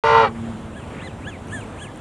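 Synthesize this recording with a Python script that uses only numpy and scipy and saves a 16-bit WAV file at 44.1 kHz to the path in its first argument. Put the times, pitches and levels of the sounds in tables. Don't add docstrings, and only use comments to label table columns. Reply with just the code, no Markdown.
import sys
import numpy as np
from scipy import signal
from scipy.fft import rfft, irfft, next_fast_len
from scipy.io import wavfile
from scipy.ndimage import uniform_filter1d

SR = 44100
rng = np.random.default_rng(int(sys.argv[2]) if len(sys.argv) > 2 else 0)


def transcribe(signal):
    frames = np.atleast_2d(signal).T
    limited = np.clip(frames, -1, 1)
    pcm = np.round(limited * 32767).astype(np.int16)
    wavfile.write(sys.argv[1], SR, pcm)


def convert_level_to_amplitude(level_db):
    exponent = np.asarray(level_db, float) / 20
    return 10 ** exponent


N = 88420

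# time_s, low_side_hz, high_side_hz, level_db (gain on tones and voice), roughness (0 to 1)
HONK_COURSE = [(.03, 456, 590, -16, .35), (.07, 453, 586, -15, .4), (.12, 454, 581, -13, .25),
               (.17, 455, 578, -12, .2), (.22, 450, 572, -12, .2), (.245, 437, 550, -14, .2),
               (.262, 416, 522, -19, .2), (.28, 385, 490, -29, .1), (.3, 345, 440, -38, .1),
               (.32, 325, 420, -70, .1)]
SIDE_TONES = {(1, 0): -4, (0, 1): -9.5, (2, 0): -2.1, (1, 1): -8, (0, 2): -10, (-1, 1): -19.5, (-1, 2): -18, (-2, 3): -13.5, (-1, 3): -14.5, (3, 0): -18, (-2, 4): -9.5, (2, 1): -11.5, (-2, 5): -18.5}
# centre_hz, width_hz, gain_db
WINDPIPE = [(510, 98, -9), (1003, 193, 1.5), (1160, 242, -1), (1430, 240, -6.5), (1980, 130, -9.5),
            (2319, 63, -7), (2843, 138, -12.5), (3250, 130, -15), (3790, 128, -15.5), (4230, 66, -16),
            (4630, 85, -15.5), (5520, 780, -25.5), (6900, 790, -47), (8800, 2200, -52.5)]
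# frequency_hz, t60_s
SHORE_DECAY = [(200, 0.47), (2000, 0.084), (8000, 0.078)]
# time_s, level_db (before a fixed 4 dB lift)
WATER_COURSE = [(.3, -42), (.45, -40), (.7, -41), (.95, -41), (1.15, -43), (1.5, -40.5), (2, -41)]
# frequency_hz, relative_db
WASH_COLOUR = [(90, -25), (150, -4), (230, -3), (400, -8.5), (900, -12), (1850, -21.5), (3400, -28),
               (4900, -39.5), (6000, -38.5), (7600, -34.5), (10300, -41), (11200, -90)]
# time_s, level_db
TRAFFIC_COURSE = [(.04, -32), (.4, -36.5), (.8, -36.5), (1.1, -39.5), (1.3, -37), (1.6, -36.5), (2, -40)]
# frequency_hz, relative_db
TRAFFIC_COLOUR = [(20, -46.5), (34, -9), (70, -2), (87, 2.5), (107, 4), (124, -7), (144, -1), (178, -10.5),
                  (220, -7), (290, -23), (480, -120)]
# time_s, pitch_hz, level_db (of its main tone)
HUM_COURSE = [(0.178, 230, -40.5), (.28, 229.5, -36), (.4, 227.6, -32.5), (0.516, 231.5, -30.5),
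              (.55, 210.8, -36.5), (.59, 229.7, -38.5), (.7, 216.4, -44.5)]
# full_from_s, length_s (half held, a third for each fade), level_db, centre_hz
BRIEF_BANDS = [(0.456, 0.041, -49.5, 1830), (0.943, 0.14, -43, 1560), (1.852, 0.1, -48.5, 1707)]
BRIEF_BAND_WIDTHS = [0.062, 0.54, 0.034]
# start_s, peak_db, pitch_hz, cycles (the swell peaks after half of them)
DRIP_LIST = [(.659, -48, 8000, 5), (1.068, -48, 7400, 3), (1.473, -41, 10000, 3), (1.484, -44, 6100, 9),
             (1.638, -36, 8500, 2), (1.96, -37, 7500, 1.5), (1.975, -43, 9800, 6)]
# time_s, pitch_hz
PEEP_ARCHES = [
    [(.738, 1250), (.77, 1740), (.80, 1557), (.845, 1175)],
    [(.985, 1039), (1.005, 1328), (1.02, 1658), (1.033, 2020), (1.066, 2047), (1.082, 1636), (1.1, 1330),
     (1.12, 1173)],
    [(1.22, 950), (1.26, 1450), (1.278, 1706), (1.295, 1745), (1.312, 1430), (1.37, 944)],
    [(1.48, 925), (1.52, 1568), (1.54, 1840), (1.58, 1600), (1.592, 1636), (1.635, 1090)],
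    [(1.765, 868), (1.8, 1420), (1.818, 1660), (1.834, 1706), (1.85, 1460), (1.89, 895)],
]
# fundamental_db, second_db, fourth_db, fifth_and_sixth_db, wheeze_db (at the top of the arch)
PEEP_LEVELS = [(-49, -58, -76, -74, -57), (-42, -54, -60, -78, -56), (-39, -53, -50, -70, -57),
               (-38, -55, -51, -49, -48), (-41, -50, -55, -51, -48)]
# frequency_hz, gain_db
THROAT_COLOUR = [(1480, -13), (1620, 1.5), (1780, 7), (1900, -8), (2020, 4), (2300, 2.5), (2600, 7),
                 (2950, 6), (3300, 6.5), (4100, 1.5)]
# frequency_hz, gain_db
BEAK_COLOUR = [(5700, -40), (6300, -6), (7000, 0), (7800, -14), (8500, 0), (9200, -2), (10000, -30)]
# frequency_hz, relative_db
WHEEZE_COLOUR = [(5200, -40), (6200, -7), (7000, -2), (7700, -6), (8700, 0), (9600, -4), (10400, -30),
                 (11200, -120)]
# frequency_hz, level_db
SIDE_COLOUR = [(120, -40), (300, -19), (1700, -21), (2100, -60), (4300, -60), (4700, -2), (5300, -60),
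               (6300, -50), (7000, -3), (11000, 0)]
# frequency_hz, relative_db
SHEEN_COLOUR = [(6800, -51), (7600, -8.5), (11000, 2.5), (15500, -11.5), (16000, -59.5)]


def unit(x):
    return x / np.sqrt(np.mean(x ** 2) + 1e-20)


def along(points, hz):
    f, v = np.transpose(points)
    return np.interp(np.log(hz + 1), np.log(f + 1), v)


def curves(rows):
    s, *cols = np.transpose(rows)
    return [np.interp(np.arange(N) / SR, s, c) for c in cols]


def window(t0, t1, fade_s):
    return np.interp(np.arange(N) / SR, [t0 - fade_s, t0, t1, t1 + fade_s], [0, 1, 1, 0])


def wobble(rate):
    knots = int(N * rate / SR) + 2
    return np.interp(np.arange(N) * rate / SR, np.arange(knots), rng.standard_normal(knots))


def phase(hz):
    return 2 * np.pi * np.cumsum(hz) / SR


def filtered(x, response):
    m = next_fast_len(N + SR // 2)
    return irfft(rfft(x, m) * response(np.fft.rfftfreq(m, 1 / SR)), m)[..., :N]


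def rush(spectrum, patchy_db):
    z = signal.stft(rng.standard_normal(N), nperseg=512)[2]
    field = uniform_filter1d(uniform_filter1d(rng.standard_normal(z.shape), 5, 0), 10, 1)
    x = signal.istft(z * convert_level_to_amplitude(patchy_db * unit(field)), nperseg=512)[1][:N]
    return unit(filtered(x, lambda hz: convert_level_to_amplitude(along(spectrum, hz))))


def pulse_train(p, sharpness):
    return (1 - sharpness ** 2) / (1 + sharpness ** 2 - 2 * sharpness * np.cos(p))


def windpipe(f):
    total = 0
    for k, (centre, width, gain_db) in enumerate(WINDPIPE):
        resonance = 1j * f * width / (centre ** 2 - f ** 2 + 1j * f * width)
        total = total + (-1) ** k * convert_level_to_amplitude(gain_db) * resonance
    top_hz = 10400
    return total / (1 + (f / top_hz) ** 20)


def side_tones(a, b, rough, coupled):
    flutter_db, third_rise_db = 3.2, 16
    half_beat = .7
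    total = np.zeros(N)
    for (m, n), level_db in SIDE_TONES.items():
        if (m, n) == (1, 0):
            remaining = 1
        elif (m, n) == (3, 0):
            remaining = convert_level_to_amplitude(third_rise_db * (1 - coupled))
        else:
            remaining = coupled
        tone = np.sin(m * a + n * b + rng.uniform(0, 6.78))
        total += convert_level_to_amplitude(level_db + flutter_db * wobble(38.4)) * tone * remaining
    return total * (1 + half_beat * rough * np.cos((b - a) / 2))


def honk_voice(a, b, rough, coupled, closing_s):
    low_sharpness, high_sharpness, pull_rad = .9, .2, .45
    pull = pull_rad * coupled * np.sin(b - a)
    pull = pull + pull_rad * rough * coupled * np.sin((b - a) / 2)
    puffs = pulse_train(a + pull, low_sharpness) * pulse_train(b, high_sharpness * coupled)
    clean = unit(filtered(puffs - puffs.mean(), windpipe))

    smear_s, buzz_above_hz = .02, 1350
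    t = np.arange(SR // 20) / SR
    scatter = rng.standard_normal(len(t)) * convert_level_to_amplitude(-60 * t / smear_s)
    smeared = unit(filtered(clean, lambda f: np.exp(1j * np.angle(rfft(scatter, 2 * len(f) - 1)))))
    smeared = filtered(smeared, lambda f: 1 / (1 + (buzz_above_hz / (f + 1)) ** 10))

    tail_db, pulses_stop_s = 10, .28
    tail = convert_level_to_amplitude(tail_db) * clean * window(-1, pulses_stop_s, closing_s)
    buzz = coupled * smeared + (1 - coupled) * tail
    air = unit(filtered(puffs ** 0.16 * rng.standard_normal(N), windpipe))
    buzz_db, rasp_db = -5, -12.5
    return convert_level_to_amplitude(buzz_db) * buzz + convert_level_to_amplitude(rasp_db) * np.sqrt(np.abs(rough)) * 2 * air


def honk():
    low_hz, high_hz, level_db, rough = curves(HONK_COURSE)
    high_stops_s, closing_s = .263, .015
    coupled = window(-1, high_stops_s, closing_s)
    jitter_hz = 5.5
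    a = phase(low_hz + jitter_hz * rough * wobble(150))
    b = phase(high_hz + jitter_hz * rough * wobble(150))
    tones = side_tones(a, b, rough, coupled)
    voice = honk_voice(a, b, rough, coupled, closing_s)

    treble_above_hz, soften_db_per_s = 4870, 30
    treble = filtered(voice, lambda f: 1 / (1 + (treble_above_hz / (f + 1)) ** 8))
    lost = 1 - convert_level_to_amplitude(-soften_db_per_s * np.arange(N) / SR)
    return convert_level_to_amplitude(level_db) * (tones + voice - treble * lost)


def shore(x):
    hz, t, z = signal.stft(rng.standard_normal(SR // 2), SR, nperseg=256)
    decay = convert_level_to_amplitude(-60 * t / along(SHORE_DECAY, hz)[:, None])
    tail = signal.istft(z * decay, SR, nperseg=256)[1]
    return signal.fftconvolve(np.pad(x, (300, 0)), tail / np.linalg.norm(tail))[:N]


def water():
    level_db, = curves(WATER_COURSE)
    return convert_level_to_amplitude(level_db + 4 + .8 * wobble(8)) * rush(WASH_COLOUR, patchy_db=1.3)


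def rumble():
    level_db, = curves(TRAFFIC_COURSE)
    return convert_level_to_amplitude(level_db + 0.44 * wobble(14.0)) * rush(TRAFFIC_COLOUR, patchy_db=0.0)


def hum():
    hz, level_db = curves(HUM_COURSE)
    under_db, over_db = -7, -12.5
    p = phase(hz)
    tone = np.sin(p) + convert_level_to_amplitude(under_db) * np.sin(p / 2) + convert_level_to_amplitude(over_db) * np.sin(3 * p / 2)
    return np.sqrt(2) * convert_level_to_amplitude(level_db) * window(HUM_COURSE[0][0], HUM_COURSE[-1][0], 0.08) * tone


def brief_bands():
    out = np.zeros(N)
    for (s, length, level_db, centre_hz), width in zip(BRIEF_BANDS, BRIEF_BAND_WIDTHS):
        noise = rng.standard_normal(N)
        band = unit(filtered(noise, lambda f: np.exp(-(np.log((f + 1) / centre_hz) / width) ** 2)))
        out += convert_level_to_amplitude(level_db) * window(s, s + length / 2, length / 3) * band
    return out


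def drips():
    out, t = np.zeros(N + SR), np.arange(400) / SR
    for start_s, peak_db, hz, cycles in DRIP_LIST:
        u = 2 * t * hz / cycles
        swell = np.e * u * np.exp(-u)
        out[round(start_s * SR):][:400] += convert_level_to_amplitude(peak_db) * np.sin(2 * np.pi * hz * t) * swell
    return out[:N]


def peeps():
    round_s, uneven_db = 0.019, 3
    peak_power = 5
    out, hiss = np.zeros(N), rush(WHEEZE_COLOUR, patchy_db=2.5)
    for arch, (*partials_db, wheeze_db) in zip(PEEP_ARCHES, PEEP_LEVELS):
        hz = uniform_filter1d(curves(arch)[0], int(round_s * SR))
        height = hz / hz.max()
        p = phase(hz * (1 + .009 * wobble(300)))
        voice = np.zeros(N)
        for k, level_db in zip((1, 2, 4, 5, 6), [*partials_db, partials_db[-1]]):
            colour_db = along(THROAT_COLOUR if k < 3 else BEAK_COLOUR, k * hz)
            swell = 1 if k == 2 else height ** peak_power
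            voice += convert_level_to_amplitude(level_db + colour_db + uneven_db * wobble(50.2)) * np.sin(k * p) * swell
        wheeze = convert_level_to_amplitude(wheeze_db) * height ** 3 * hiss
        out += window(arch[0][0], arch[-1][0], .012) * (np.sqrt(2) * voice + wheeze)
    return out


def stereo(middle):
    low_turn_rad, sheen_db = 1.87, -63.5

    def side_response(hz):
        turn = np.where(hz < 2000, low_turn_rad, np.pi / 2)
        return convert_level_to_amplitude(along(SIDE_COLOUR, hz)) * np.exp(1j * turn)

    side = filtered(middle, side_response) + convert_level_to_amplitude(sheen_db) * rush(SHEEN_COLOUR, patchy_db=2)
    return middle + side * np.array([[1], [-1]])


def scene():
    goose = honk()
    echo_db = -20.5
    middle = goose + convert_level_to_amplitude(echo_db) * shore(goose)
    middle = middle + water() + rumble() + hum() + brief_bands() + drips() + peeps()
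    return stereo(middle)


def band_limit(x):
    return signal.sosfilt(signal.butter(12, 17000, fs=SR, output="sos"), x)


def record(dry):
    start_s, rise_s = .0374, 0.00019
    onset = np.clip((np.arange(N) / SR - start_s) / rise_s, 0, 1)
    return band_limit(dry * onset)


dry = scene()
out = record(dry)
transcribe(out)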